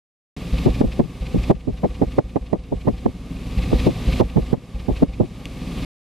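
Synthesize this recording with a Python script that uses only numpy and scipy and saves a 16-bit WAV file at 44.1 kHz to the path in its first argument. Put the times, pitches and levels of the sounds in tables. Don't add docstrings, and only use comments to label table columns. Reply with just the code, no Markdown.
import sys
import numpy as np
from scipy import signal
from scipy.fft import rfft, irfft
from scipy.io import wavfile
from scipy.ndimage import uniform_filter1d

SR = 44100
rng = np.random.default_rng(int(sys.argv[2]) if len(sys.argv) > 2 else 0)


def unload_wav(signal):
    wavfile.write(
        sys.argv[1],
        SR,
        np.round(np.clip(np.atleast_2d(signal).T, -1, 1) * 32767).astype(np.int16),
    )


def volts(x):
    e = np.asarray(x, float) / 20
    return 10 ** e


N = 268524


def evened(x):
    return x / np.sqrt(np.mean(x ** 2) + 1e-20)


def read(points, hz):
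    f, value = np.transpose(points)
    return np.interp(np.log(hz + 1), np.log(f + 1), value)


def add(mix, s, sound):
    part = mix[round(s * SR):][:len(sound)]
    part += sound[:len(part)]


def colour(x, level_rule):
    hz = np.fft.rfftfreq(x.shape[-1], 1 / SR)
    return irfft(rfft(x) * volts(level_rule(hz)), x.shape[-1])


def resonate(x, hz, width):
    turn = np.exp(2j * np.pi * hz * np.arange(N) / SR)
    r = np.exp(-np.pi * width / SR)
    return 2 * (turn * signal.lfilter([1 - r], [1, -r], x / turn)).real


# first firing t/s, spacing t/s, number of firings
CLEAN_RUNS = [
    (.367, .052, 3),
    (1.043, .055, 3),
    (3.101, .0522, 9),
    (3.907, .0545, 3),
    (4.579, .0555, 3),
    (5.254, .0521, 12),
]
CLEAN_RUN_DB = (-1.5, 1, 5, 0.3, -4, 1)
CYLINDERS = (0, 3, 4)
CYLINDER_DB = (-1.5, 1.5, -2)
# pressure trough t/s, strength level/dB
MISFIRES = [(.538, 1), (0.704, -.3), (.88, 1.2), (1.222, 0), (1.393, 0.5), (1.564, 1.5), (1.737, 0.7),
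            (1.908, -0.6), (2.079, .3), (2.253, 0.5), (2.424, 2), (2.596, 0.2), (2.769, 1), (2.939, .3),
            (3.585, 1.5), (3.753, 0.5), (4.085, 0.1), (4.252, 0.5), (4.425, 0), (4.757, 1.5), (4.925, 1.2),
            (5.094, 1.5)]
# delay t/s, level/dB, kind of slug, hiss level/dB, hiss delay t/s
AFTERMATH = [
    (0, -14.5, 1, 6, -.002),
    (.0545, -25, 2, 13, -.010),
    (.0875, -28, 2, -5, .0),
    (.114, -29, 0, -3, .0),
]


def firings():
    strokes = []
    for (start, gap, count), run_db in zip(CLEAN_RUNS, CLEAN_RUN_DB):
        for k in range(round(count)):
            s, cylinder = start + k * gap, k % len(CYLINDERS)
            db = -26 + run_db + CYLINDER_DB[cylinder]
            strokes.append((s, db, CYLINDERS[cylinder], 1.5, s + 0.0032))
    for s, hard_db in MISFIRES:
        for delay, db, kind, hiss_db, late in AFTERMATH:
            strokes.append((s + delay, db + hard_db, kind, hiss_db + hard_db, s + delay + late))
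    return strokes


# f/Hz, level/dB
HISS = [(53, -21.5), (90, -0.5), (109, 0.5), (176, 2.5), (259, -4.5), (328, -12), (483, -17.5),
        (1010, -26.5), (1190, -21), (1330, -33), (2540, -31), (2770, -30), (11000, -46), (11700, -46),
        (15500, -51.5)]
# f/Hz, side minus mid level/dB
WIDTH = [(60, 1), (150, -24), (380, -18.5), (950, -18), (2380, -14), (5980, -6), (15000, 0.5)]
# f/Hz, width f/Hz, level/dB
RINGS = [(1100, 32, -87), (2194, 56, -65.5), (2440, 40, -74), (3740, 110, -73), (4760, 29, -76)]
# f/Hz, level/dB
WHINES = [(7693, -76), (8060, -81), (9157, -77), (9286, -80), (9644, -83), (10255, -82), (11612, -78),
          (13329, -86)]


def engine(strokes):
    a, b = rng.standard_normal((2, N))
    apart = colour(b, lambda hz: read(WIDTH, hz))
    bed = colour(np.array([a + apart, a - apart]),
                 lambda hz: read(HISS, hz) - 3.96 * (hz < 320) - 2.1 * (hz > 12300))

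    chuffs, t = np.zeros(N), np.linspace(-.03, .03, 2646)
    for *_, hiss_db, s in strokes:
        level = volts(hiss_db + 0.63 * rng.standard_normal())
        add(chuffs, s - .03, level * np.exp(-.5 * (t / 0.0081) ** 2))

    def band(hz):
        below = 12 * np.log2(np.clip(hz, 1, 2000) / 2000)
        above = 10.7 * np.log2(np.clip(hz, 4200, None) / 4200)
        return below - above

    jet = colour(rng.standard_normal(N), lambda hz: read(HISS, hz) + band(hz))
    jet = jet + 1.1 * resonate(jet, 2480, 350)
    grain = volts(2.2 * evened(uniform_filter1d(rng.standard_normal(N), size=300)))
    gain = gain_db()
    rush = volts(-5 + 0.62 * gain)
    upper = volts(-10.5 + 0.89 * gain) * colour(jet, lambda hz: -40. * ((hz < 3300) | (hz > 5200)))
    flow = (volts(-8.5) * chuffs * grain ** 0.41 + rush * grain) * jet
    steady = volts(-34.5) * (bed + upper + flow) / np.std(bed)

    rings = sum(volts(db) * evened(resonate(a, hz, width)) for hz, width, db in RINGS)
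    whines = sum(volts(db + 3.0) * evened(resonate(resonate(b, hz, 40), hz, 40)) for hz, db in WHINES)
    return steady + rings * (1 + 0.31 * chuffs) + whines


# t/s, level/dB
TICK = (5.4555, -19)
# f/Hz, time to fade by 60 dB t/s, level/dB
TICK_MODES = [(2450, .006, -4), (2800, .009, 0), (3300, .014, -7), (4400, .005, -4.5), (5900, .004, -6),
              (8000, .004, -7.5), (10500, .003, -13), (13500, .003, -19)]


def tick():
    out, t = np.zeros(N), np.arange(900) / SR
    ring = sum(volts(TICK[1] + db - 60 * t / t60) * np.sin(2 * np.pi * hz * t)
               for hz, t60, db in TICK_MODES)
    add(out, TICK[0], ring * (1 - np.exp(-t / .00012)))
    return colour(out, lambda hz: -45 * np.log2(np.clip(2000 / (hz + 1), 1, 8)))


# width t/ms, first arrival share, twin tailpipe share, echoes until faded
SLUGS = [
    (1.15, .55, .75, 2.2),
    (1.7, .95, .75, 2.3),
    (1.8, 1.7, .45, 2.2),
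    (1.0, .5, .85, 2.4),
    (2.1, .55, .6, 2.2),
]
RATTLE_DB = (-3, 8, 1, 0.5, -5.5)
# f/Hz, time to fade by 60 dB t/s, level/dB
SILENCER = [(116, 0.44, -36), (170, 0.093, -35.5), (258.2, 0.12, -31.5), (503.7, 0.15, -41.5),
            (749.6, 0.11, -49), (1170, 0.052, -59)]


def pipe(strokes):
    round_trip, twin_delay, lead = .0087, .0047, .0076
    out, t = np.zeros(N), np.arange(7000) / SR - .02
    turn = np.arange(8)[:, None]
    chances = rng.standard_normal((len(strokes), 3, len(SILENCER)))
    for (s, db, kind, *_), chance in zip(strokes, chances):
        width, first, twin, fade = SLUGS[round(kind)]

        def slug(at, spread):
            return np.exp(-.5 * ((t - at) / (width / 1000 * spread)) ** 2)

        at, spread = turn * round_trip - .0015, 1 + 0.016 * turn
        both_pipes = slug(at, spread) + twin * slug(at + twin_delay, spread)
        echoes = (-1.) ** (turn + 1) * np.exp(-(turn / fade) ** 2) * both_pipes
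        push = first * slug(-lead - .0015, 1.1) + echoes.sum(0)

        swell = np.clip((t + 0.0076) / 0.01, 0, 1) ** 2
        ring = np.zeros(len(t))
        for (hz, t60, mode_db), p, q, r in zip(SILENCER, *chance):
            level_db = mode_db + RATTLE_DB[round(kind)] * (hz > 400) + 1.8 * p - 60 * t / t60
            ring += volts(level_db) * np.sin(2 * np.pi * (hz * (1 + 0.026 * r) * t + q))
        add(out, s - .02, volts(db + chance[0, 0] / 2) * push + swell * ring)
    return out


# f/Hz, level/dB
BUFFET = [(25, -4.5), (50, -5), (120, 1.5), (227, 4), (412, 1.5), (873, -9.5), (1200, -23.5), (1400, -40),
          (2000, -33.5), (2800, -66), (5000, -88)]


def gust(shape, db, bright_db):
    def tilt(hz):
        return read(BUFFET, hz) + 0.55 * bright_db * np.log2(np.clip(hz, 150, 1300) / 300)

    def steady(x):
        return x * (np.mean(x ** 2) / uniform_filter1d(x ** 2, size=400)) ** 0.43

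    white = rng.standard_normal(len(shape))
    low = colour(white, lambda hz: tilt(hz) - 10 * np.log10(1 + (hz / 550) ** 4))
    high = colour(white, tilt) - low
    speed = shape / shape.max()
    noise = steady(low) * speed + 1.51 * steady(high) * speed ** 3.6
    return volts(db) * noise * np.linalg.norm(shape) / np.linalg.norm(noise)


# t/s, level/dB, stay t/ms, brightness level/dB
LEFT_GUSTS = [(.662, -9, 12.6, -11.5), (.813, -9.5, 7.4, 4), (.843, -11.5, 14, -12.5), (.994, -9, 14.6, -4),
              (1.03, -18, 26, -22), (1.345, -16, 30, -15), (1.501, -12.5, 21, 2.5), (1.516, -4.5, 3, 1.5),
              (1.547, -11, 5.3, -29), (1.679, -12.5, 28, -8.5), (1.836, -7.5, 24, 0), (2.016, -12, 24.6, 3),
              (2.183, -7.5, 16.7, 4), (2.361, -11, 16, 3), (2.531, -12, 31, -1), (2.723, -8, 9.9, -1),
              (2.874, -8, 23.6, -1.5), (2.902, -13.5, 7.3, -18), (3.06, -7.5, 8, -8), (3.077, -15, 14, -16),
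              (3.731, -13, 2.9, 2.5), (3.864, -15, 31, -9), (4.21, -13.5, 18, 1.5),
              (4.362, -14.5, 37, -8.5), (4.537, -11, 9.4, 5.5), (4.574, -21, 11, -29), (4.897, -15, 21, -7),
              (5.026, -5, 13, -6.5), (5.206, -7.5, 14, -4.5), (5.24, -17, 13, -11)]
# t/s, level/dB, stay t/ms, brightness level/dB
RIGHT_GUSTS = [(.66, -15, 31.6, -3.5), (.808, -11, 8.2, -17), (.837, -12, 18, -14), (.995, -9.5, 22, -4),
               (1.345, -12, 3.6, -11), (1.357, -14, 8.6, -10.5), (1.498, -10, 29, -3.5),
               (1.675, -6, 17, -10.5), (1.835, -9.5, 25, 3.5), (2.017, -5, 18.5, -4),
               (2.184, -3.5, 11, 0.5), (2.36, -2, 5.6, 0), (2.53, -1.5, 11.6, 1.2), (2.72, -9, 22.6, -9),
               (2.852, -19, 10, -13), (2.872, -5.5, 19, -1), (3.06, -3, 5.2, 3), (3.093, -18, 6, -14.5),
               (3.718, -28.5, 5.6, 7), (3.729, -14.5, 10, -16), (3.865, -19.5, 34, -2),
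               (4.201, -13.5, 10, 0), (4.213, -7.5, 11.3, -0.5), (4.362, -6, 25.4, -8),
               (4.531, -2.5, 9.4, -7.5), (4.884, -9, 14, -5), (5.023, -7.5, 20, -5.5), (5.201, -3, 13, -8),
               (5.23, -13, 6.4, -8)]


def puffs():
    rise_ms, tail_db_per_ms = 1.8, 1.08
    lead_in_db, lead_in_ms = -14, 11
    out, ms = np.zeros((2, N)), np.arange(8192) / SR * 1000 - 50
    for port, gusts in enumerate((LEFT_GUSTS, RIGHT_GUSTS)):
        for s, db, stay, bright_db in gusts:
            early, late = np.minimum(ms, 0), np.maximum(ms - stay, 0)
            rise = np.exp(-.5 * (early / rise_ms) ** 2) + volts(lead_in_db) * np.exp(early / lead_in_ms)
            arch_db = 3 * np.sin(np.pi * np.clip(ms / stay, 0, 1) ** 0.59)
            shape = rise * volts(arch_db - tail_db_per_ms * late)
            add(out[port], s + ms[0] / 1000, gust(shape, db - 4.0, bright_db))
    return out - 0.023 * out[::-1]


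def scene():
    strokes = firings()
    return engine(strokes) + tick() + pipe(strokes) + puffs()


# t/s, gain just after level/dB
DUCKS = [(.365, 0.3), (.664, 1), (0.815, -3.5), (1.006, -6), (1.515, -11.5), (1.858, -6), (2.022, -5.5),
         (2.192, -10.5), (2.376, -10.5), (2.538, -11.5), (2.889, -7), (3.067, -7.5), (3.878, 2),
         (4.212, -4.5), (4.38, -3), (4.534, -9.5), (5.037, -8), (5.227, -6.5)]


def gain_db():
    hold_s, climb_db_per_s = 0.077, 19.5
    t = np.arange(N) / SR
    s, after_db = np.transpose(DUCKS)
    last = np.clip(np.searchsorted(s, t) - 1, 0, None)
    climb = climb_db_per_s * np.maximum(t - s[last] - hold_s, 0)
    return uniform_filter1d(after_db[last] + 1.5 + climb, size=40)


# t/s, level/dB
CRACKS = [(.814, -41), (0.997, -57), (1.513, -40.5), (1.8472, -43), (2.019, -42), (2.1862, -37),
          (2.3595, -39), (2.5292, -37.5), (2.886, -43), (3.0618, -40), (4.2093, -32), (4.535, -47),
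          (5.03, -51)]


def cracks():
    out, t = np.zeros(N), np.arange(400) / SR
    for s, db in CRACKS:
        snap = colour(rng.standard_normal(400),
                      lambda hz: -9.0 * abs(np.log2((hz + 1) / 1900)) - 15 * (hz > 7000))
        add(out, s, volts(db - 2.0) * evened(snap) * np.exp(-t / 0.0029))
    return out * np.array([[.5], [1.4]])


# f/Hz, level/dB from the usual
GATE = [(8500, -30), (9800, -8), (11500, -6.5), (12600, -2), (13600, -5), (14500, -2), (15100, 4),
        (15600, 9)]


def gate(x):
    hz, _, z = signal.stft(x, SR, nperseg=1024)

    def smooth(grid, frames):
        return uniform_filter1d(uniform_filter1d(grid, size=9, axis=0), size=frames, axis=1)

    power = smooth((abs(z) ** 2).mean(0), 3)
    level_db = 10 * np.log10(power + 1e-20)
    patches = evened(smooth(rng.standard_normal(power.shape), 4))
    above_usual = level_db - np.median(level_db, axis=1)[:, None]
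    over_db = .65 * above_usual - read(GATE, hz)[:, None] + 3.0 * patches
    shut = (over_db < 0) & (hz[:, None] > GATE[0][0])
    return signal.istft(z * np.where(shut, volts(-30), 1), SR, nperseg=1024)[1][:, :N]


def top_cut(x):
    return signal.sosfilt(signal.butter(12, 15670, fs=SR, output="sos"), x)


def record(dry):
    start, stop = .3645, 5.8495
    t = np.arange(N) / SR
    bass_cut = signal.lfilter(*signal.butter(1, 21 / (SR / 2), "high"), dry)
    loud = bass_cut * volts(gain_db()) + cracks()
    loud = loud / (1 + (loud / .96) ** 4) ** .25
    cut = np.clip((t - start) / 0.0016, 0, 1) * np.clip((stop - t) / 0.0007, 0, 1)
    return top_cut(gate(loud) * cut)


dry = scene()
out = record(dry)
unload_wav(out)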